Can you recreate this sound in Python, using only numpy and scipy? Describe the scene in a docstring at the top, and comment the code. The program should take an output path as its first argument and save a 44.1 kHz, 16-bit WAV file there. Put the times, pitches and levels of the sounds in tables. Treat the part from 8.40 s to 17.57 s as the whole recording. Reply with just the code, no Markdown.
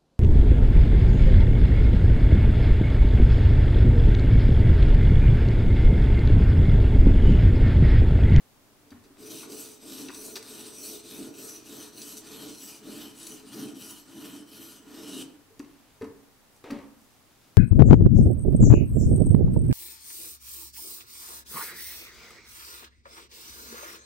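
"""A wet stone on a guided arm is drawn to and fro along a clamped knife in a small, faintly hissing room.
First a hand murmurs in the table (noise through its modes), with clicks (noise bursts through metal modes)
and knocks (short sines through table modes). Then 19 strokes: random grit drives gliding blade modes, stand
rasp and table shake. After the lift the scrape trails off; more taps and cloth puffs (band noise) follow.
The arm is set down with knocks and a short drag (shaped grit noise), and a last rustle of cloth ends it."""
import sys
import numpy as np
from scipy import signal
from scipy.fft import rfft, irfft, next_fast_len
from scipy.io import wavfile
from scipy.ndimage import uniform_filter1d, map_coordinates

SR = 44100
rng = np.random.default_rng(int(sys.argv[2]) if len(sys.argv) > 2 else 0)


def file_out(sig):
    """Save sig as 16-bit WAV at sys.argv[1]."""
    # one column per channel
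    cols = np.atleast_2d(sig).T
    # limit, then scale
    lim = np.clip(cols, -1, 1)
    pcm = np.round(lim * 32767).astype(np.int16)
    wavfile.write(sys.argv[1], SR, pcm)


N = 404397

# room and microphone noise, shape only: f/Hz, relative density/dB
HUSH_SPECTRUM = [(12, -42), (20, -1.5), (27, -16.5), (123, -9), (186, -14), (246, -9.5), (495, -16),
                 (818, -17), (1280, -19.5), (1510, -21.5), (1640, -21.5), (2360, -23.5), (15800, -28.5)]
# left-right correlation of that noise: f/Hz, correlation/1
HUSH_CORRELATION = [(60, 0.26), (240, 0.56), (950, 0.5), (3770, 0.062), (15000, 0.062)]
# decay of the room: f/Hz, t60/s
ROOM_T60 = [(100, 0.79), (300, 0.51), (1500, 0.59), (4000, 0.33), (12000, 0.079)]
# strength of the room: f/Hz, level re direct/dB
ROOM_LEVEL = [(100, 0), (300, -3), (1000, -0.5), (3000, -7.5), (8000, -4.5), (15000, 0.5)]
# left-right correlation of the room: f/Hz, correlation/1
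ROOM_CORRELATION = [(100, 1), (300, 0.58), (1000, 0.57), (4000, 0.57), (12000, 0.014)]
# sleeve and cloth rustle: centre t/s, half-length to -17 dB t/s, level/dB, centre f/Hz
CLOTH_PUFFS = [(7.333, 0.16, -70, 2500), (7.52, 0.1, -70, 2200), (8.15, .04, -70, 8000),
               (8.62, .06, -69, 7000), (8.73, .1, -71, 4500), (8.9, .06, -71, 2800),
               (9.038, .12, -69.5, 3500)]
# hand steering the arm to the edge, felt in the table: t/s, level/dB
HAND_LEVEL = [(.05, -99), (.2, -71), (.5, -64), (.75, -66.5), (.82, -99)]
# arm dragging on the table: t/s, level/dB
DRAG_LEVEL = [(0, -99), (8.24, -99), (8.245, -44.5), (8.3, -48.5), (8.32, -43.5), (8.45, -58), (8.5, -99)]
# colour of that drag, shape only: f/Hz, relative density/dB
DRAG_SPECTRUM = [(180, -37), (300, 3.5), (778, -11), (848, -8), (1110, -12.5), (1460, -18.5), (1940, -14),
                 (9000, -38), (11700, -72), (19800, -120)]
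# modes of the table top under the stand: f/Hz, width/Hz, relative level/dB
TABLE_MODES = [(101, 8.9, -22), (118, 15.5, -20.5), (154.4, 17.4, -17), (168.4, 8, -12.5),
               (216.3, 17.3, -9), (248.7, 10.3, -5), (278.3, 22.5, -1), (330, 42.2, -7.5), (382, 19, -5.5),
               (425.6, 18.6, -3.5), (449, 22.2, -5.5), (568, 41, -19.5), (631, 46, -17)]
# modes of stand and arm: f/Hz, width/Hz, relative level/dB
STAND_MODES = [(560, 167, -5.5), (790, 196, -2), (1000, 150, -0.5), (1280, 88, 0), (1431, 48, 2),
               (1815, 270, -2)]
# blows that reach the table, levels before the trims in knocks():
# t/s, level/dB, f/Hz, length/s, stand rattle re blow/dB
KNOCK_EVENTS = [(0.517, -36.5, 260, 0.014, -17), (0.52, -48, 94, 0.028, -23), (0.545, -45, 240, 0.041, -20),
                (0.641, -55, 400, 0.03, -28), (0.704, -44, 295, 0.01, -28), (1.69, -31, 334, 0.0091, -13),
                (1.958, -36.5, 416, 0.0195, -10), (6.934, -50, 291, 0.034, -16),
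                (6.99, -49, 305, 0.02, -28), (7.104, -47, 428, 0.019, -30), (7.197, -26, 292, 0.01, -24.5),
                (7.309, -50, 295, 0.0069, -16), (7.609, -41, 102, 0.027, -14),
                (7.612, -25, 432, 0.017, -23.5), (7.626, -28, 254.6, 0.016, -25),
                (7.641, -44, 236, 0.017, -13), (7.659, -35, 293, 0.016, -31), (8.24, -34, 426, 0.0047, -11),
                (8.302, -29, 271, 0.011, -13), (8.319, -21.5, 249, 0.0141, -30)]
# metal contacts, levels before the trims in clicks():
# t/s, level/dB, ring centre f/Hz, tick re ring/dB, ring t60/s
CLICK_EVENTS = [(0.5054, -49, 3900, -13, 0.043), (0.5174, -52, 1640, -15, 0.025),
                (0.6389, -58, 4010, -12, 0.14), (0.77, -50.5, 1600, -12, 0.022),
                (1.031, -41, 1280, -20, 0.075), (1.101, -41, 5870, -14, 0.023),
                (1.12, -36, 5920, -16, 0.03), (1.129, -38, 5920, -16, 0.025),
                (1.6855, -33, 2350, -22, 0.029), (1.703, -37, 1400, -20, 0.034),
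                (1.719, -49, 3800, -16, 0.022), (1.746, -37, 5760, -18, 0.054),
                (1.9562, -30, 4500, -14, 0.072), (1.9662, -30.5, 3740, -12, 0.036),
                (1.975, -35, 4790, -17, 0.02), (2.027, -36, 5550, -3, 0.019),
                (3.617, -33.5, 5200, -15, 0.037), (3.7693, -36, 7800, -11, 0.04),
                (3.775, -32.5, 8500, -11, 0.03), (3.782, -34, 8000, -11, 0.03),
                (4.5223, -49, 3000, -13, 0.025), (4.83, -38, 8060, -12, 0.025),
                (4.8684, -31, 6700, -20, 0.044), (5.0275, -54, 3060, -11, 0.025),
                (7.194, -40.5, 5100, -8, 0.017), (7.2007, -39, 1400, -17, 0.012),
                (7.2464, -49, 2420, -16, 0.022), (7.6117, -46, 1050, -19, 0.027),
                (7.6198, -42, 1960, -23, 0.042), (7.6434, -42, 1000, -14, 0.055),
                (8.1635, -51, 7950, -13, 0.021), (8.1744, -55, 4710, -15, 0.025),
                (8.241, -46, 2000, -6, 0.025), (8.305, -39, 1920, -3, 0.03), (8.3083, -37, 4540, 1, 0.029),
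                (8.345, -55, 1500, -14, 0.025), (8.3877, -46, 2080, -14, 0.021)]
# where the stone works on the blade: t/s, place/1 (0 near the handle, 1 near the point)
STONE_PLACE = [(.8, 0.44), (1.6, 0.26), (2.4, 0.25), (3.2, 0.4), (4, 0.59), (4.8, 0.78), (5.6, 0.85),
               (6.2, 0.98), (6.8, 0.88)]
# modes of stone and blade: f at the stone's near end/Hz, f aimed at for its far end/Hz (bend limited),
# width/Hz, level near handle/dB, level near point/dB, far(+) or near(-) end/dB, push(+) or pull(-)/dB
BLADE_MODES = [(2440, 2610, 196, 2.5, 4, 0.5, -0.5), (2990, 3040, 240, -6.5, 13.5, 1, 0.5),
               (3670, 3920, 390, 3, -1, 0.5, 1), (4130, 4220, 380, 3, 2.5, 0.5, -0.5),
               (4860, 4560, 470, 3.5, -2, -2, -1.5), (5430, 5200, 250, -30, 1, 8, 2),
               (5960, 5860, 410, 9.5, 4.5, 1, -2.5), (6770, 6960, 360, -13.5, -13.5, -3, -14.5),
               (7730, 7860, 250, 5, 6.5, 1, -2.5), (8180, 8620, 250, 12.5, 2, 2.5, -1),
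               (9270, 9400, 410, 10, 16, 5, 2), (10260, 10370, 950, 6, 9, 5.5, 1.5),
               (11700, 11660, 590, 10, 13.5, 4.5, 1), (12500, 12600, 1700, -5, -7.5, 5, 14),
               (13360, 13300, 650, 4, 13.5, 5, 2), (15100, 15200, 1100, 5, 6, 5.5, 0.5)]
# strokes, push and pull in turn: start t/s, creep at that turn/dB, scrape swell over the stroke/dB,
# scrape level/dB, sheen re scrape/dB, table shake level/dB, shake swell over the stroke/dB,
# upper table modes re scrape/dB, stand rasp re scrape/dB,
# top of gliding hiss f/Hz, stroke share at that top/1 (kept to 0.05-0.95), glide strength/dB
STROKE_ROWS = [(0.771, -24, 12, -48, -2, -47.5, 9, -4, -13.5, 9400, 0.54, 7),
               (1.07, -31, -6, -48, -1, -50.5, -13, -1.5, -14.5, 8900, 0.65, 7),
               (1.389, -28, 7, -47, -3.5, -48, 15, -6, -11.5, 9900, 0.97, 8),
               (1.7, -25, -4, -47.5, -1, -50, 3, -4.5, -14.5, 9800, 0.15, 7.8),
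               (2.0, -6.5, 5.5, -49.5, -3.5, -50.5, 9, -3, -10.5, 9700, 0.7, 9),
               (2.33, -6, -0.5, -45.5, -2, -52, 0, -6, -17, 10000, 0.3, 10),
               (2.62, -13.5, -1.5, -49, -2.5, -45, 10, -1.5, -10.5, 11400, 0.74, 2),
               (2.92, -25, 1, -48, -2, -51, -1, -4, -13.5, 13600, 0.33, 5),
               (3.21, -12, 3.5, -50, -3, -47.5, 5, -2.5, -9.5, 10500, 0.38, 3),
               (3.519, -21, 0, -48.5, -2, -49.5, -2, -7, -13, 12300, 0.6, 2),
               (3.81, -8, 9, -49, -5, -47, 5, -2.5, -8, 14600, 0.51, 8.8),
               (4.13, -8, -2.5, -49.5, -3, -54.5, 2, -11.5, -13, 14000, 0.5, 5.7),
               (4.41, -11.5, 6, -49.5, -4, -43.5, 6.5, -1, -7, 13500, 0.8, 5.5),
               (4.728, -31, -1, -50.5, -1.5, -51, -1, -8.5, -10, 11900, 0.22, 5.2),
               (5.02, -15, 8, -51, -3.5, -43.5, 5, -1, -7, 14000, 0.65, 5.9),
               (5.338, -21, -7.5, -51.5, -1, -52, -10, -10.5, -10.5, 13200, 0.14, 5.5),
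               (5.65, -11, 3, -52.5, -3.5, -44.5, 2, -3.5, -6, 14500, 0.48, 8),
               (6.048, -31, 2, -53, -1.5, -53.5, 1, -9, -10, 14000, 0.55, 9.7),
               (6.402, -10, 20, -51.5, -6.5, -45.5, 11.5, 0, -6, 13500, 0.25, 8)]

HUSH_DB = -59.5
CLOTH_SIGMA_OCT = 0.9
SPLIT_HZ = 350  # deep table modes below, upper ones above
LAND_S, LIFT_S, LIFT_T60_S = .03, 6.826, 0.03
NEXT_TURN_S = 6.832  # the last push leaves the edge at speed
TRAIL_DB, TRAIL_T60_S = -16.5, 0.37  # the stone trails off lightly after the lift
PACE_POWER = 0.6  # loudness against the swing of the arm
SHEEN_DIP, SHAKE_DIP, UPPER_DIP, RASP_DIP = 1.47, 0.58, 0.47, 0.73  # sink at a turn, scrape = 1
UPPER_SWELL, RASP_SWELL = 1, 0.64  # share of the shake's swell
SHAKE_ARCH_DB = 3.5  # the hand bears down in mid stroke
GLIDE_REST_HZ, GLIDE_POWER, GLIDE_LIFT = 8050, 1.08, 0.36
GLIDE_WIDTH_HZ = (200, 560)  # near handle, near point
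MAX_BEND, WANDER = .04, .008  # pitch shares: along the stone; from pressure and angle
SHEEN_FROM_HZ = 8400
BAND_LIMIT_HZ = 15780


def amp(db):
    """Gain of a level in dB."""
    return 10 ** (np.asarray(db) / 20)


def unit(x):
    """x at rms 1."""
    return x / np.sqrt(np.mean(x ** 2) + 1e-20)


def along(points, hz):
    """(Hz, value) points interpolated on a log frequency axis."""
    f, v = np.transpose(points)
    return np.interp(np.log(hz + 1), np.log(f + 1), v)


def curve(rows):
    """(s, value) points as one value per sample."""
    s, value = np.transpose(rows)
    return np.interp(np.arange(N) / SR, s, value)


def wobble(knots_per_s):
    """A smooth random curve through normally distributed knots."""
    knots = rng.standard_normal(int(N * knots_per_s / SR) + 4)
    return map_coordinates(knots, [np.arange(N) * knots_per_s / SR])


def filtered(x, response):
    """x times a complex response of frequency."""
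    m = next_fast_len(N + SR // 2)
    return irfft(rfft(x, m) * response(np.fft.rfftfreq(m, 1 / SR)), m)[..., :N]


def modes(table):
    """Causal response of parallel resonances, alternating in sign."""
    def response(f):
        return sum((-1) ** k * amp(db) * 1j * f * w / (c * c - f * f + 1j * f * w)
                   for k, (c, w, db) in enumerate(table))
    return response


def paired(pair, correlation):
    """Two unrelated signals mixed to a left and right of given correlation."""
    def mid_side(hz):
        angle = np.arccos(np.clip(along(correlation, hz), -1, 1)) / 2
        return np.array([np.cos(angle), np.sin(angle)])
    mid, side = filtered(pair, mid_side)
    return np.array([mid + side, mid - side])


def grit(grains_per_s, spread_db, slurry):
    """Single grains catching the edge, a few of them large, over the smooth hiss of wet slurry."""
    caught = rng.random(N) < grains_per_s / SR
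    size = amp(spread_db * np.minimum(rng.exponential(size=N), 4))
    grains = caught * size * rng.standard_normal(N)
    return unit(unit(grains) + slurry * rng.standard_normal(N))


def hush():
    """Room and microphone hiss: shaped stereo noise, very slightly unsteady."""
    noise = filtered(rng.standard_normal((2, N)), lambda hz: amp(along(HUSH_SPECTRUM, hz)))
    return amp(HUSH_DB + 0.059 * wobble(0.78)) * unit(paired(noise, HUSH_CORRELATION))


def room(x):
    """Noise tail in which each frequency dies at its own speed."""
    hz, t, z = signal.stft(rng.standard_normal((2, SR)), SR, nperseg=256)
    fade = amp(-60 * t / along(ROOM_T60, hz)[:, None])
    fade *= amp(along(ROOM_LEVEL, hz))[:, None] / np.linalg.norm(fade, axis=1, keepdims=True)
    tail = signal.istft(z * fade, SR, nperseg=256)[1] / np.sqrt(128)
    late = np.pad(x, (350, 0))[None]  # delay in samples
    return paired(signal.fftconvolve(late, tail, axes=1)[:, :N], ROOM_CORRELATION)


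def cloth():
    """Faint dry rustle: Gaussian puffs of band-passed fibre grit."""
    t = np.arange(N) / SR
    fibres = grit(grains_per_s=900, spread_db=2.5, slurry=1.2)
    out = np.zeros(N)
    for s, half_s, db, centre_hz in CLOTH_PUFFS:
        band = lambda hz: np.exp(-(np.log2((hz + 1) / centre_hz) / CLOTH_SIGMA_OCT) ** 2 / 2)
        puff = np.exp(-((t - s) / half_s) ** 2 * 2)
        out += amp(db) * puff * unit(filtered(fibres, band))
    return out


def hand():
    """Low murmur of the table: noise through its modes."""
    return amp(curve(HAND_LEVEL)) * unit(filtered(rng.standard_normal(N), modes(TABLE_MODES)))


def slide():
    """Short dry drag of the arm on the table: grit noise of fixed colour."""
    dry_grit = grit(grains_per_s=3200, spread_db=0.0, slurry=2.6)
    rustle = filtered(dry_grit, lambda hz: amp(along(DRAG_SPECTRUM, hz)))
    return amp(curve(DRAG_LEVEL)) * unit(rustle)


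def knocks():
    """A springy blow pushes the table for a few cycles, leaves it ringing and rattles the stand."""
    push, rattle = np.zeros(N + SR), np.zeros(N + SR)
    t = np.arange(SR // 10) / SR
    for s, db, centre_hz, length_s, rattle_db in KNOCK_EVENTS:
        span = slice(round(s * SR), round(s * SR) + len(t))
        touch = np.sin(np.pi * np.minimum(t / max(length_s, .002), 1)) ** 0.29
        push[span] += amp(db) * touch * np.sin(2 * np.pi * centre_hz * t)
        rattle[span] += amp(db + rattle_db + 13.5) * touch * rng.standard_normal(len(t))
    table = amp(-4) * filtered(push[:N], modes(TABLE_MODES))
    return 0.49 * push[:N] + table + filtered(rattle[:N], modes(STAND_MODES))


def clicks():
    """A contact is a short burst that rings the modes near its centre, led by a bright tick."""
    ring, tick = np.zeros(N + SR), np.zeros(N + SR)
    t = np.arange(SR // 10) / SR
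    hz = np.fft.rfftfreq(len(t), 1 / SR)
    for s, db, centre_hz, tick_db, t60_s in CLICK_EVENTS:
        span = slice(round(s * SR), round(s * SR) + len(t))
        colour = 1 / (1 + (np.log((hz + 1) / centre_hz) / 0.62) ** 2)
        burst = unit(irfft(rfft(rng.standard_normal(len(t))) * colour, len(t)))
        fade_db = -60 * t / max(t60_s, .002)
        ring[span] += amp(db + fade_db) * burst
        # the tick dies 1.9 times as fast
        tick[span] += amp(db + tick_db - 11 + 1.9 * fade_db) * rng.standard_normal(len(t))
    stand = [(f, w, 0) for f, w, _ in STAND_MODES[2:]]
    metal = modes(stand + [(row[0 + 1], row[2], 0) for row in BLADE_MODES])  # far-end pitches
    bright = lambda f: 1 / np.sqrt(1 + (6000 / (f + 1)) ** 4)
    return amp(-5.5) * (filtered(ring[:N], metal) + ring[:N]) + filtered(tick[:N], bright)


def stroke_phase(t):
    """Strokes gone by, counted from turn to turn; whole numbers are turns of the arm."""
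    turns_s = [row[0] for row in STROKE_ROWS] + [NEXT_TURN_S]
    return np.interp(t, turns_s, np.arange(len(STROKE_ROWS) + 1))


def swing(t):
    """Stroke number, share of it done and dip in dB as the arm slows at each turn."""
    phase = stroke_phase(t)
    which = np.minimum(phase.astype(int), len(STROKE_ROWS) - 1)
    moving = np.minimum(phase, len(STROKE_ROWS) - .51)  # no halt ends the last stroke
    creep = amp(np.array(STROKE_ROWS)[np.round(moving).astype(int), 1])
    pace = np.abs(np.sin(np.pi * moving)) ** PACE_POWER
    return which, phase - which, 10 * np.log10(pace ** 2 + creep ** 2)


def mode_peak(hz, centre_hz, width_hz):
    """Power curve of one resonance, peak 1."""
    return 1 / (1 + (1.4 * (hz - centre_hz) / width_hz) ** 2) ** 2


def blade_power(hz, t, place):
    """Mode power over time: pitch and strength follow the point of contact."""
    phase = stroke_phase(t)
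    far = (1 - np.cos(np.pi * phase)) / 2
    push = np.tanh(3 * np.sin(np.pi * phase))
    frame = np.minimum((t * SR).astype(int), N - 1)
    power = amp(-3.5) ** 2  # many weak modes fill the gaps
    for near_hz, far_hz, width_hz, heel_db, point_db, far_db, push_db in BLADE_MODES:
        bend = np.clip(far_hz / near_hz - 1, -MAX_BEND, MAX_BEND)
        centre_hz = near_hz * (1 + bend * far + WANDER * wobble(5.7)[frame])
        db = heel_db + (point_db - heel_db) * place + far_db * (2 * far - 1) + push_db * push
        db = db + 2.6 * wobble(18)[frame]
        power = power + amp(db) ** 2 * mode_peak(hz, centre_hz, width_hz)
    return power


def add_glide(power, hz, t, place):
    """A hiss band glides up and down in each stroke and lifts the modes it passes."""
    which, done, _ = swing(t)
    *_, top_hz, tops_at, db = np.array(STROKE_ROWS)[which].T
    tops_at = np.clip(tops_at, .05, .95)
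    arch = np.minimum(done / tops_at, (1 - done) / (1 - tops_at)) ** GLIDE_POWER
    centre_hz = GLIDE_REST_HZ + (top_hz - GLIDE_REST_HZ) * arch
    band = mode_peak(hz, centre_hz, np.interp(place, [0, 1], GLIDE_WIDTH_HZ))
    power = power * (1 + GLIDE_LIFT * band) + amp(db) ** 2 * band
    return power * (0.41 + 1 / (1 + (hz / (1.02 * centre_hz)) ** 12))  # weaker above the glide


def ringing(force):
    """The rubbing force coloured by the moving blade modes, as scrape and sheen at rms 1."""
    hz, t, z = signal.stft(force, SR, nperseg=768)
    hz = hz[:, None]
    place = np.clip(np.interp(t, *np.transpose(STONE_PLACE)), 0, 1)
    power = add_glide(blade_power(hz, t, place), hz, t, place)
    power = power / (1 + (2200 / (hz + 1)) ** 8)
    patches = uniform_filter1d(rng.standard_normal(z.shape), size=7, axis=0)
    patches = uniform_filter1d(patches, size=5, axis=1)
    power = power * amp(2.17 * unit(patches)) ** 2  # grit lies unevenly on the stone
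    parts = []
    for band in (hz < SHEEN_FROM_HZ, hz >= SHEEN_FROM_HZ):
        p = power * band
        shaped = z * np.sqrt(p / p.mean(0))
        parts.append(unit(signal.istft(shaped, SR, nperseg=768)[1][:N]))
    return parts


def contact(t):
    """Gain of the stone's touch: lands, lifts, then trails off lightly."""
    land = np.clip((t - STROKE_ROWS[0][0]) / LAND_S + .5, 0, 1)
    fade = lambda t60_s: amp(-60 * np.maximum(t - LIFT_S, 0) / t60_s)
    return land * np.maximum(fade(LIFT_T60_S), amp(TRAIL_DB) * fade(TRAIL_T60_S))


def strokes():
    """Grit force rings the blade and rasps in the stand; juddering noise shakes the table."""
    t = np.arange(N) / SR
    which, done, dip_db = swing(t)
    rows = np.array(STROKE_ROWS)[which].T
    _, _, grow_db, scrape_db, sheen_db, shake_db, swell_db, upper_db, rasp_db, *_ = rows
    touch = contact(t)
    gain = lambda db, dip: touch * amp(uniform_filter1d(db, size=900) + dip * dip_db)
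    edge_db = scrape_db + grow_db * (done - .5)
    swell_db = swell_db * (done - .5) - SHAKE_ARCH_DB * np.cos(np.pi * done) ** 2

    force = grit(grains_per_s=3000, spread_db=3.0, slurry=1.9)
    force = force * amp(0.7 * wobble(14) + 1.43 * wobble(55))
    scrape, sheen = ringing(force)
    # fast motion reaches the upper modes
    edge = gain(edge_db, 1) * scrape + gain(edge_db + sheen_db, SHEEN_DIP) * sheen
    rasp = unit(filtered(force, modes(STAND_MODES)))
    rasp = gain(scrape_db + rasp_db + RASP_SWELL * swell_db, RASP_DIP) * rasp

    judder = amp(1.6 * wobble(25) + 2.4 * wobble(11)) * rng.standard_normal(N)
    deep = unit(filtered(judder, modes([m for m in TABLE_MODES if m[0] < SPLIT_HZ])))
    upper = unit(filtered(judder, modes([m for m in TABLE_MODES if m[0] > SPLIT_HZ])))
    deep = gain(shake_db + swell_db, SHAKE_DIP) * deep
    upper = gain(scrape_db + upper_db + UPPER_SWELL * swell_db, UPPER_DIP) * upper
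    return edge + deep, rasp + upper


def scene():
    """Blade, deep shake and taps a little left; stand rasp and upper table a little right."""
    edge, stand = strokes()
    taps = clicks() + knocks() + slide() + cloth() + hand()
    direct = (edge + taps) * amp([[.6], [-.6]]) + stand * amp([[-.7], [.7]])
    return direct + room(edge + stand) + room(taps) + hush()


def record(dry):
    """Nothing passes above the band limit."""
    return filtered(dry, lambda hz: hz < BAND_LIMIT_HZ)


dry = scene()
out = record(dry)
file_out(out)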